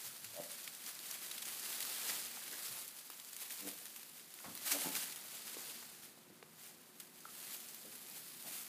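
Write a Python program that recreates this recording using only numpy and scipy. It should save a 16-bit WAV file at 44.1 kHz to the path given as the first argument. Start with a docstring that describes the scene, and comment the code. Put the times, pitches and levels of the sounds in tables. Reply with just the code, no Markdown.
"""Straw rustles and crackles close to a mono microphone: piglets shuffle and root in a wooden barn box.
Their bustle, steps and brushing bodies rub the stalks together, crunch the deep layers and snap a few.
Short, low grunts, throat pulses ringing nose and mouth, and soft knocks of trotters and snouts
echo between the boards. Behind it all the barn holds a faint, steady hum."""
import sys
import numpy as np
from scipy import signal
from scipy.fft import rfft, irfft, next_fast_len
from scipy.io import wavfile
from scipy.ndimage import uniform_filter1d

SR = 44100
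rng = np.random.default_rng(int(sys.argv[2]) if len(sys.argv) > 2 else 0)


def dump_mix(stems):
    """Bounce the given channels to the path in sys.argv[1] as a 16-bit WAV at rate SR."""
    frames = np.atleast_2d(stems).T  # one column per channel
    limited = np.clip(frames, -1, 1)  # hard clip at full scale
    pcm = np.round(limited * 32767).astype(np.int16)
    wavfile.write(sys.argv[1], SR, pcm)


N = 382788
TIME = np.arange(N) / SR

# Dry straw heard from close by. Each row: frequency in Hz, gain in dB.
STRAW_SPECTRUM = [(500, -31), (1200, -7), (2200, -2.5), (3300, -2), (4750, -1.5), (5500, -3.5), (6300, -2),
                  (7500, -1.1), (10500, 0.2), (13000, 0), (15500, -3)]


def amp(db):
    return 10 ** (np.asarray(db) / 20)


def unit_rms(x):
    return x / np.sqrt(np.mean(x ** 2) + 1e-20)


def at_hz(points, hz):
    """Reads a table on a log-frequency axis."""
    f, value = np.transpose(points)
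    return np.interp(np.log(hz + 1), np.log(f), value)


def fader(points):
    """A gain curve through points of seconds and dB."""
    return amp(np.interp(TIME, *np.transpose(points)))


def add(mix, start_s, sound):
    part = mix[max(round(start_s * SR), 0):][:len(sound)]
    part += sound[:len(part)]


def colour(x, spectrum):
    """Filters x by a table of Hz and dB, then scales it to rms 1."""
    size = next_fast_len(len(x))
    gain = amp(at_hz(spectrum, np.fft.rfftfreq(size, 1 / SR)))
    return unit_rms(irfft(rfft(x, size) * gain, size)[:len(x)])


def drift(per_s):
    """A random wander of rms 1."""
    knots = rng.standard_normal(4096)
    return unit_rms(np.interp(TIME * per_s, np.arange(len(knots)), knots))


def resonate(x, hz, width_hz):
    """A band-pass resonance of gain 1."""
    hz = min(hz, SR / 2 - 1000)
    return signal.lfilter(*signal.iirpeak(hz, hz / min(width_hz, SR / 4), SR), x)


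def glide(x, hz, width_hz):
    """A resonance that follows the curve hz."""
    turn = np.exp(2j * np.pi * np.cumsum(hz * np.ones(len(x))) / SR)
    pole = np.exp(-np.pi * width_hz / SR)
    return 2 * (turn * signal.lfilter([1 - pole], [1, -pole], x / turn)).real


def clicks(per_s, spread_db):
    """Random clicks; a positive spread makes a few stand out, a negative one makes a few fainter."""
    size = amp(spread_db * np.minimum(rng.exponential(1, N), 5))
    return size * rng.choice([-1., 1.], N) * (rng.random(N) < per_s / SR)


def arch(t, swell_s, fade_s):
    """A rounded rise and fall with its top at t = 0."""
    return np.exp(-2 * np.maximum(-t / swell_s, t / fade_s) ** 1.6)


def barn(air_db=-67.6, waver=0.29):
    """Room tone: low noise and a faint wavering hum, swelling a little together."""
    # Each row: frequency of a hum tone in Hz, level before the swell in dB.
    hum_tones = [(156, -83.5), (232, -80), (360.7, -79.5), (721.4, -86)]
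    # The room's noise. Each row: frequency in Hz, gain in dB.
    air_spectrum = [(25, -27), (50, -38), (85, -11), (125, -6.5), (165, 1), (240, 4), (300, -1.5),
                    (450, -3.5), (650, -7), (1200, -8), (4000, -15.5), (15000, -29.5)]
    # Each row: time in seconds, gain of the room tone in dB.
    swell = [(0, -4), (2, -0.5), (3.2, -5), (4.2, -1.5), (6.3, 2), (6.9, 1), (8.68, 0)]
    hum = 0
    for hz, db in hum_tones:
        strength = amp(db) * np.sqrt(2) * (1 + waver * drift(per_s=17))
        hum += strength * np.sin(2 * np.pi * hz * TIME + 1.6 * drift(per_s=9.9))
    air = amp(air_db) * colour(rng.standard_normal(N), air_spectrum)
    return fader(swell) * (air + hum)


def box_echo(x):
    """The boards give dense reflections and standing waves; the straw soaks up the treble first."""
    # Each row: frequency in Hz, seconds the reflections take to fall 60 dB.
    ring_times = [(150, 0.41), (600, 0.53), (2000, 0.066), (6000, 0.12), (14000, 0.019)]
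    # Standing waves. Each row: frequency in Hz, gain in dB, seconds to fall 60 dB.
    modes = [(166.6, 0, 0.54), (198, 5, 0.28), (234, 1, 0.3), (585, -15, 0.45), (684, -10, 0.37)]
    reflections = rng.standard_normal(SR // 2) * (np.arange(SR // 2) > 0.004 * SR)
    hz, t, bands = signal.stft(reflections, SR, nperseg=256)
    decay = amp(-60 * t / at_hz(ring_times, hz)[:, None])
    decay /= np.linalg.norm(decay, axis=1, keepdims=True)
    tail = signal.istft(bands * decay, SR, nperseg=256)[1]
    standing = sum(amp(db) * resonate(x, mode_hz, np.log(1000) / np.pi / t60)
                   for mode_hz, db, t60 in modes)
    return signal.fftconvolve(x, tail / np.linalg.norm(tail))[:N] + standing


def straw_echo(x, decay_s=0.02):
    """Every stalk lies in another place, so their echoes blur into a short, smooth hush."""
    pole = np.exp(-1 / (decay_s * SR))
    power = signal.lfilter([1 - pole], [1, -pole], x ** 2)
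    return np.sqrt(power) * colour(rng.standard_normal(N), STRAW_SPECTRUM)


def knocks(scuff=0.3):
    """A trotter or snout lands a damped blow, followed by a brief scuff."""
    # Each row: start in seconds, peak in dB, centre in Hz, width over centre, scuff decay in seconds.
    blows = [(0.032, -65, 135, 0.41, 0.066), (0.199, -66, 114, 0.35, 0.075),
             (2.095, -45.5, 600, 2.3, 0.012), (2.371, -48.5, 800, 0.21, 0.0022),
             (2.37, -46, 1540, 0.4, 0.0015), (2.417, -50, 1710, 0.13, 0.0018),
             (2.53, -47, 1700, 0.4, 0.022), (2.592, -52, 1780, 0.11, 0.006), (2.681, -62, 120, 0.6, 0.04),
             (3.101, -40, 900, 4.9, 0.0029), (4.404, -48.5, 1200, 0.54, 0.0014),
             (4.443, -44.5, 790, 2, 0.045), (4.461, -46, 217, 1.2, 0.051), (5.568, -42, 370, 1.8, 0.0018),
             (5.826, -45, 930, 1.1, .003), (6.175, -55, 600, 0.8, 0.002), (6.276, -57, 230, 0.8, 0.0037),
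             (6.302, -52, 280, 1.8, 0.003), (6.324, -57, 260, 1, 0.004), (6.341, -65, 202, 0.34, 0.05),
             (6.427, -52, 423, 0.32, 0.0017), (6.427, -43.5, 970, 1.5, 0.0018),
             (7.253, -41, 1330, 0.21, 0.0011), (7.2535, -50.5, 840, 0.35, 0.0009),
             (7.283, -55, 1220, 0.14, 0.003), (7.851, -53, 470, 0.6, 0.002)]
    out, t = np.zeros(N), np.arange(SR // 4) / SR
    for start_s, db, hz, breadth, decay_s in blows:
        blow = (t == 0) + scuff * rng.standard_normal(len(t)) * np.exp(-t / decay_s)
        knock = resonate(resonate(blow, hz, hz * breadth), hz, hz * breadth)
        add(out, start_s, amp(db) * knock / abs(knock).max())
    return out


def grunts(lowest_hz=135, jitter=0.02, upper_ratio=1.27, upper_db=-17):
    """Slack throat pulses and puffs of air start abruptly and ring the nose and the mouth."""
    # Each row: time of the peak, head start of the voice, swell and fade, all in seconds;
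    # nose level in dB, pulses per second, nose resonance and width in Hz; mouth resonance and width
    # in Hz, mouth level in dB, its lead and opening time in seconds; roughness from 0 to 1.
    calls = [(0.398, 0.061, 0.01, 0.025, -51.5, 83, 223, 150, 610, 70, -47.5, 0.00014, 0.051, 0.2),
             (2.519, 0.06, 0.069, 0.024, -68, 79, 255, 120, 448, 150, -64, -0.014, 0.05, 0.5),
             (3.6722, 0.062, 0.071, 0.017, -53.5, 97, 260, 150, 477, 74.6, -49.5, -0.0057, 0.0083, 0.37),
             (4.757, 0.033, 0.065, 0.018, -54, 96, 280, 90, 625, 105, -46, -0.005, 0.037, 0.22),
             (4.869, 0.024, 0.02, 0.014, -44, 87, 230, 140, 820, 140, -51, -0.0056, 0.15, 0.25),
             (7.872, 0.036, 0.08, 0.075, -65.5, 105, 250, 130, 450, 100, -63.5, 0.0059, 0.05, 0.4),
             (8.46, 0.025, 0.035, 0.074, -60.5, 78, 260, 150, 634, 200, -62, 0.016, 0.04, 0.5)]
    out, t = np.zeros(N), np.arange(-SR // 8, SR // 4) / SR
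    closing = np.interp(t, [-0.012, 0.012], [1, 0.87])  # the mouth closes and its resonance sinks
    for (peak_s, early_s, swell_s, fade_s, nose_db, rate, nose_hz, nose_width_hz,
         mouth_hz, mouth_width_hz, mouth_db, lead_s, open_s, rough) in calls:
        wobble = unit_rms(uniform_filter1d(rng.standard_normal(len(t)), size=400))
        cycles = np.cumsum(rate * (1 + jitter * wobble)) / SR
        cycles -= np.interp(0, t, cycles)  # one pulse lands on the peak
        pulses = np.diff(np.floor(cycles), prepend=np.floor(cycles[0]))
        puffs = np.exp(-2 * (cycles % 1)) * rng.standard_normal(len(t))
        air = (t > -early_s) * ((1 - rough) * unit_rms(pulses) + rough * unit_rms(puffs))
        throat = signal.lfilter(*signal.butter(4, lowest_hz, "highpass", fs=SR), air)
        effort, opening = arch(t, swell_s, fade_s), arch(t + lead_s, open_s, fade_s)
        resonances = [(effort, nose_hz, nose_width_hz, nose_db),
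                      (opening, mouth_hz * closing, mouth_width_hz, mouth_db),
                      (opening, upper_ratio * mouth_hz * closing, mouth_width_hz, mouth_db + upper_db)]
        for drive, hz, width_hz, db in resonances:
            ring = unit_rms(glide(glide(throat, hz, width_hz), hz, 3 * width_hz))
            add(out, peak_s + t[0], amp(db) * drive * ring)
    return out


def snaps(rows, gain_db=-6, ring_width_hz=1700, tear_share=0.25, settle_db=-17, settle_s=0.0019):
    """A stalk splits in a short burst of tearing fibres, rings, and shakes its neighbours."""
    out, t = np.zeros(N), np.arange(4096) / SR
    for start_s, db, hz, ring_db, split_s in rows:
        fibres = rng.choice([-1., 1.], len(t)) * (rng.random(len(t)) < tear_share)
        ring = amp(ring_db) * resonate(fibres, hz, ring_width_hz)
        crack = colour(fibres + ring, STRAW_SPECTRUM)
        split = t / max(split_s / 2, 1e-4)
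        envelope = split * np.exp(1 - split) + amp(settle_db) * np.exp(-t / settle_s)
        add(out, start_s, amp(db + gain_db) * envelope * crack)
    return out


def thin_snaps(rustle_gain, count=400, per_s=34, low_hz=2000, high_hz=12000, split_s=0.00097):
    """Thin stalks give way at random, at a level that follows the rustle."""
    gap, size, pitch = rng.random((count, 3)).T
    starts = np.cumsum(-np.log(1 - gap)) / per_s
    rustle_db = 20 * np.log10(np.interp(starts, TIME, rustle_gain))
    levels = rustle_db + 2.5 + 4 * (2 * size - 1)
    rings = low_hz * (high_hz / low_hz) ** pitch
    return snaps([(s, db, hz, 0, split_s) for s, db, hz in zip(starts, levels, rings) if s < TIME[-1]])


def thick_snaps():
    """Thick stalks break one by one, close to the microphone."""
    # Each row: start in seconds, relative level in dB, ring in Hz, ring gain in dB, split in seconds.
    breaks = [(0.243, -37.5, 5840, -8, 0.0076), (0.4343, -42, 8150, -2, 0.0023),
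              (0.5158, -38, 10300, 8, 0.0028), (0.638, -41.5, 6500, 0, 0.0097),
              (0.6755, -35.5, 2500, 6, 0.0038), (0.7495, -40, 9000, 4, 0.0021),
              (0.8614, -38.5, 5350, 12, 0.005), (0.9902, -37.5, 3970, 3, 0.0023),
              (1.0645, -42, 7000, 4, 0.00093), (1.111, -32, 5470, 3, 0.0032),
              (1.3125, -33.5, 3830, 2, 0.0044), (1.3783, -36, 3640, 0, 0.0053),
              (1.4194, -36, 3580, 2, 0.0091), (1.4523, -38, 7280, 8, 0.0047), (1.595, -36, 7620, 5, 0.0034),
              (1.6517, -42, 4650, 8, 0.003), (1.7027, -35, 9650, 10, 0.0015),
              (1.7265, -37, 3320, 10, 0.0043), (1.805, -28, 3660, 0, 0.0019),
              (1.8253, -32, 4350, 6, 0.0041), (1.851, -34, 1810, 8, 0.0013),
              (2.093, -33.5, 2000, 7, 0.0091), (2.1956, -41, 4430, 11, 0.002),
              (2.6316, -35, 9420, 11, 0.002), (2.7262, -38, 4680, 5, 0.0013),
              (2.8784, -37, 11200, 14, 0.0018), (2.985, -44, 5000, -7, 0.0089),
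              (3.102, -37, 11500, -6, 0.0018), (3.1992, -38.5, 4150, 2, 0.00098),
              (3.247, -43, 5000, -1, 0.002), (3.3315, -36, 7150, 2, 0.0017),
              (3.3652, -31.5, 6400, 4, 0.0012), (3.504, -37, 2000, 6, 0.0053),
              (3.6875, -33, 8000, -1, 0.0013), (3.8548, -37, 7000, -5, 0.0025),
              (3.862, -43.5, 2000, 0, 0.007), (3.9614, -38, 2410, -3, 0.0027),
              (4.03, -41, 5000, -9, 0.0037), (4.196, -44, 2050, 8, 0.0022),
              (4.3395, -38, 11000, 10, 0.0022), (4.365, -52, 6000, 4, 0.0018),
              (4.3878, -43, 1600, 10, 0.0027), (4.552, -32, 12000, 1, 0.00092),
              (4.575, -37, 6000, 6, 0.0016), (4.718, -25.5, 6300, 2, 0.0019),
              (4.724, -22.5, 10500, 7, 0.0012), (4.9516, -29, 1900, 8, 0.0021),
              (5.122, -38, 2600, 3, 0.0046), (5.16, -34, 11200, -2, 0.0015), (6.429, -50, 5000, 5, 0.0015),
              (7.0, -35.5, 7900, 4, 0.0015), (7.0015, -39.5, 3000, 6, 0.0039),
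              (7.204, -45, 7500, -2, 0.0025), (7.428, -37, 7000, 4, 0.0008), (7.547, -37, 3000, 6, 0.0007),
              (7.6038, -39, 11400, 9, 0.001), (7.6866, -43, 8220, 13, 0.0012),
              (7.746, -43, 10700, 6, 0.0034), (7.953, -42, 10700, 8, 0.0036),
              (8.0982, -42, 11400, 13, 0.002), (8.113, -46, 5030, 8, 0.0023),
              (8.425, -39, 10200, 6, 0.0013), (8.4968, -47, 2160, 10, 0.0015)]
    return snaps(breaks)


def stirring(press_s=0.023, settle_s=0.041):
    """Gains of rustle and deep crunch: the litter's bustle, steps and brushes add in power."""
    # How busy the litter is. Each row: time in seconds, rustle level in dB.
    activity = [(0.0, -50), (0.2, -53), (0.8, -52), (1.3, -49), (2.0, -42.5), (2.18, -43), (2.32, -49),
                (2.75, -48), (2.92, -54), (3.25, -54.5), (3.6, -52), (4.28, -58), (4.6, -50.5),
                (4.85, -42.5), (5.2, -51.5), (5.7, -49), (6.3, -65), (7.1, -63), (7.35, -53), (7.8, -53.5),
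                (8.35, -55.0), (8.68, -55)]
    # A trotter presses the straw down and it settles. Each row: peak time in seconds, level in dB.
    treads = [(0.052, -46), (0.442, -50), (0.513, -48), (0.585, -51.5), (0.882, -47), (1.07, -47.5),
              (1.135, -46.5), (1.234, -47), (1.485, -47), (1.66, -46), (1.83, -47), (2.095, -42),
              (2.53, -48), (2.59, -48), (2.655, -46), (2.775, -48), (3.419, -47), (3.524, -43.5),
              (3.598, -49), (3.68, -47.5), (3.965, -52), (4.18, -58), (4.672, -37.5), (4.72, -32.5),
              (4.825, -40.5), (4.962, -38.5), (5.032, -42.5), (5.348, -47.5), (5.475, -47), (6.034, -52),
              (7.01, -55), (7.305, -57), (7.545, -52), (8.168, -51)]
    # A body or snout brushes by. Each row: peak time in seconds, level in dB, half length in seconds.
    passes = [(6.644, -54, 0.054), (7.513, -51, 0.054), (8.55, -48, 0.082)]
    bustle = fader(activity) ** 2
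    steps = sum((amp(db) * np.exp(-np.maximum((s - TIME) / press_s, (TIME - s) / settle_s))) ** 2
                for s, db in treads)
    brushes = sum(amp(db) ** 2 * np.exp(-((TIME - s) / half_s) ** 2) for s, db, half_s in passes)
    # each kind of movement crunches by the weight it puts on the straw
    crunch = amp(-12) ** 2 * bustle + amp(-14.5) ** 2 * steps + amp(-15.5) ** 2 * brushes
    return np.sqrt(bustle + steps + brushes), np.sqrt(crunch)


def stalk_crackle(per_s=3000, width_hz=890, spurt_db=3.5, count=24):
    """Tiny fractures ring hollow stalks for an instant; every stalk crackles in spurts of its own."""
    out = np.zeros(N)
    for hz in np.linspace(1200, 15000, count):
        fractures = clicks(per_s / count, spread_db=-1) * amp(spurt_db * drift(per_s=60))
        out += unit_rms(resonate(fractures, hz, width_hz))
    return unit_rms(out)


def fibre_ticks(decay_s=0.00093):
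    """Each tick is a fibre tearing in a quick run of slips."""
    decay = np.exp(-np.arange(300) / SR / decay_s)
    power = signal.oaconvolve(clicks(per_s=170, spread_db=-6.5) ** 2, decay)[:N]
    return unit_rms(np.sqrt(abs(power)) * rng.standard_normal(N))


def treble_sway(x, above_hz=10000):
    """The top treble rises and falls slowly."""
    # Each row: time in seconds, treble gain in dB.
    sway = [(0, -0.84), (2.3, -1.2), (3.5, 1.5), (5.5, -1.7), (7.0, 0.74), (8.68, 2.2)]
    treble = signal.sosfiltfilt(signal.butter(2, above_hz, "highpass", fs=SR, output="sos"), x)
    return x + (fader(sway) - 1) * treble


def straw(rustle_gain, crunch_gain, crackle_db=-5.5, tick_db=-7, pop_db=-8.5):
    """Stalks slide, crackle and tick in clumps; a piglet's weight crunches the deeper layers."""
    rub = unit_rms(clicks(per_s=14000, spread_db=1))
    crackle = amp(crackle_db) * stalk_crackle()
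    ticks = fibre_ticks()
    pops = amp(pop_db) * unit_rms(clicks(per_s=130, spread_db=2))  # single clean breaks
    rustle = colour(rub + crackle + amp(tick_db) * ticks + pops, STRAW_SPECTRUM)
    # Deep straw under weight. Each row: frequency in Hz, gain in dB.
    crunch_spectrum = [(45, -59), (85, -9), (130, -16), (200, -1.5), (450, -1.5), (800, 0.5), (1100, -1.5),
                       (1650, -2.5), (2400, -13), (3800, -8.5), (4800, 0), (6000, -14)]
    crunch = colour(unit_rms(clicks(per_s=4000, spread_db=2)) + 0.18 * ticks, crunch_spectrum)
    clump_db, fidget_db = 0.79 * drift(per_s=70), 0.5 * drift(per_s=14)
    return amp(clump_db + fidget_db) * (rustle_gain * rustle + crunch_gain * crunch)


def scene(straw_wet_db=-11, grunt_wet_db=-9, knock_wet_db=-13):
    """Straw, grunts and knocks at close range in the box, the same in both channels."""
    rustle_gain, crunch_gain = stirring()
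    bedding = treble_sway(straw(rustle_gain, crunch_gain)) + thick_snaps()
    voices, thuds = grunts(), knocks()
    echo = amp(straw_wet_db) * straw_echo(bedding)
    echo += box_echo(amp(grunt_wet_db) * voices + amp(knock_wet_db) * thuds)
    mono = bedding + voices + thuds + echo + barn() + thin_snaps(rustle_gain)
    return np.array([mono, mono])


def record(dry):
    """The recorder's band limit cuts the treble steeply at 15460 Hz."""
    low_pass = signal.firwin(611, 15460, window=("kaiser", 8), fs=SR)
    return signal.oaconvolve(dry, low_pass[None], "same", axes=1)


dry = scene()
out = record(dry)
dump_mix(out)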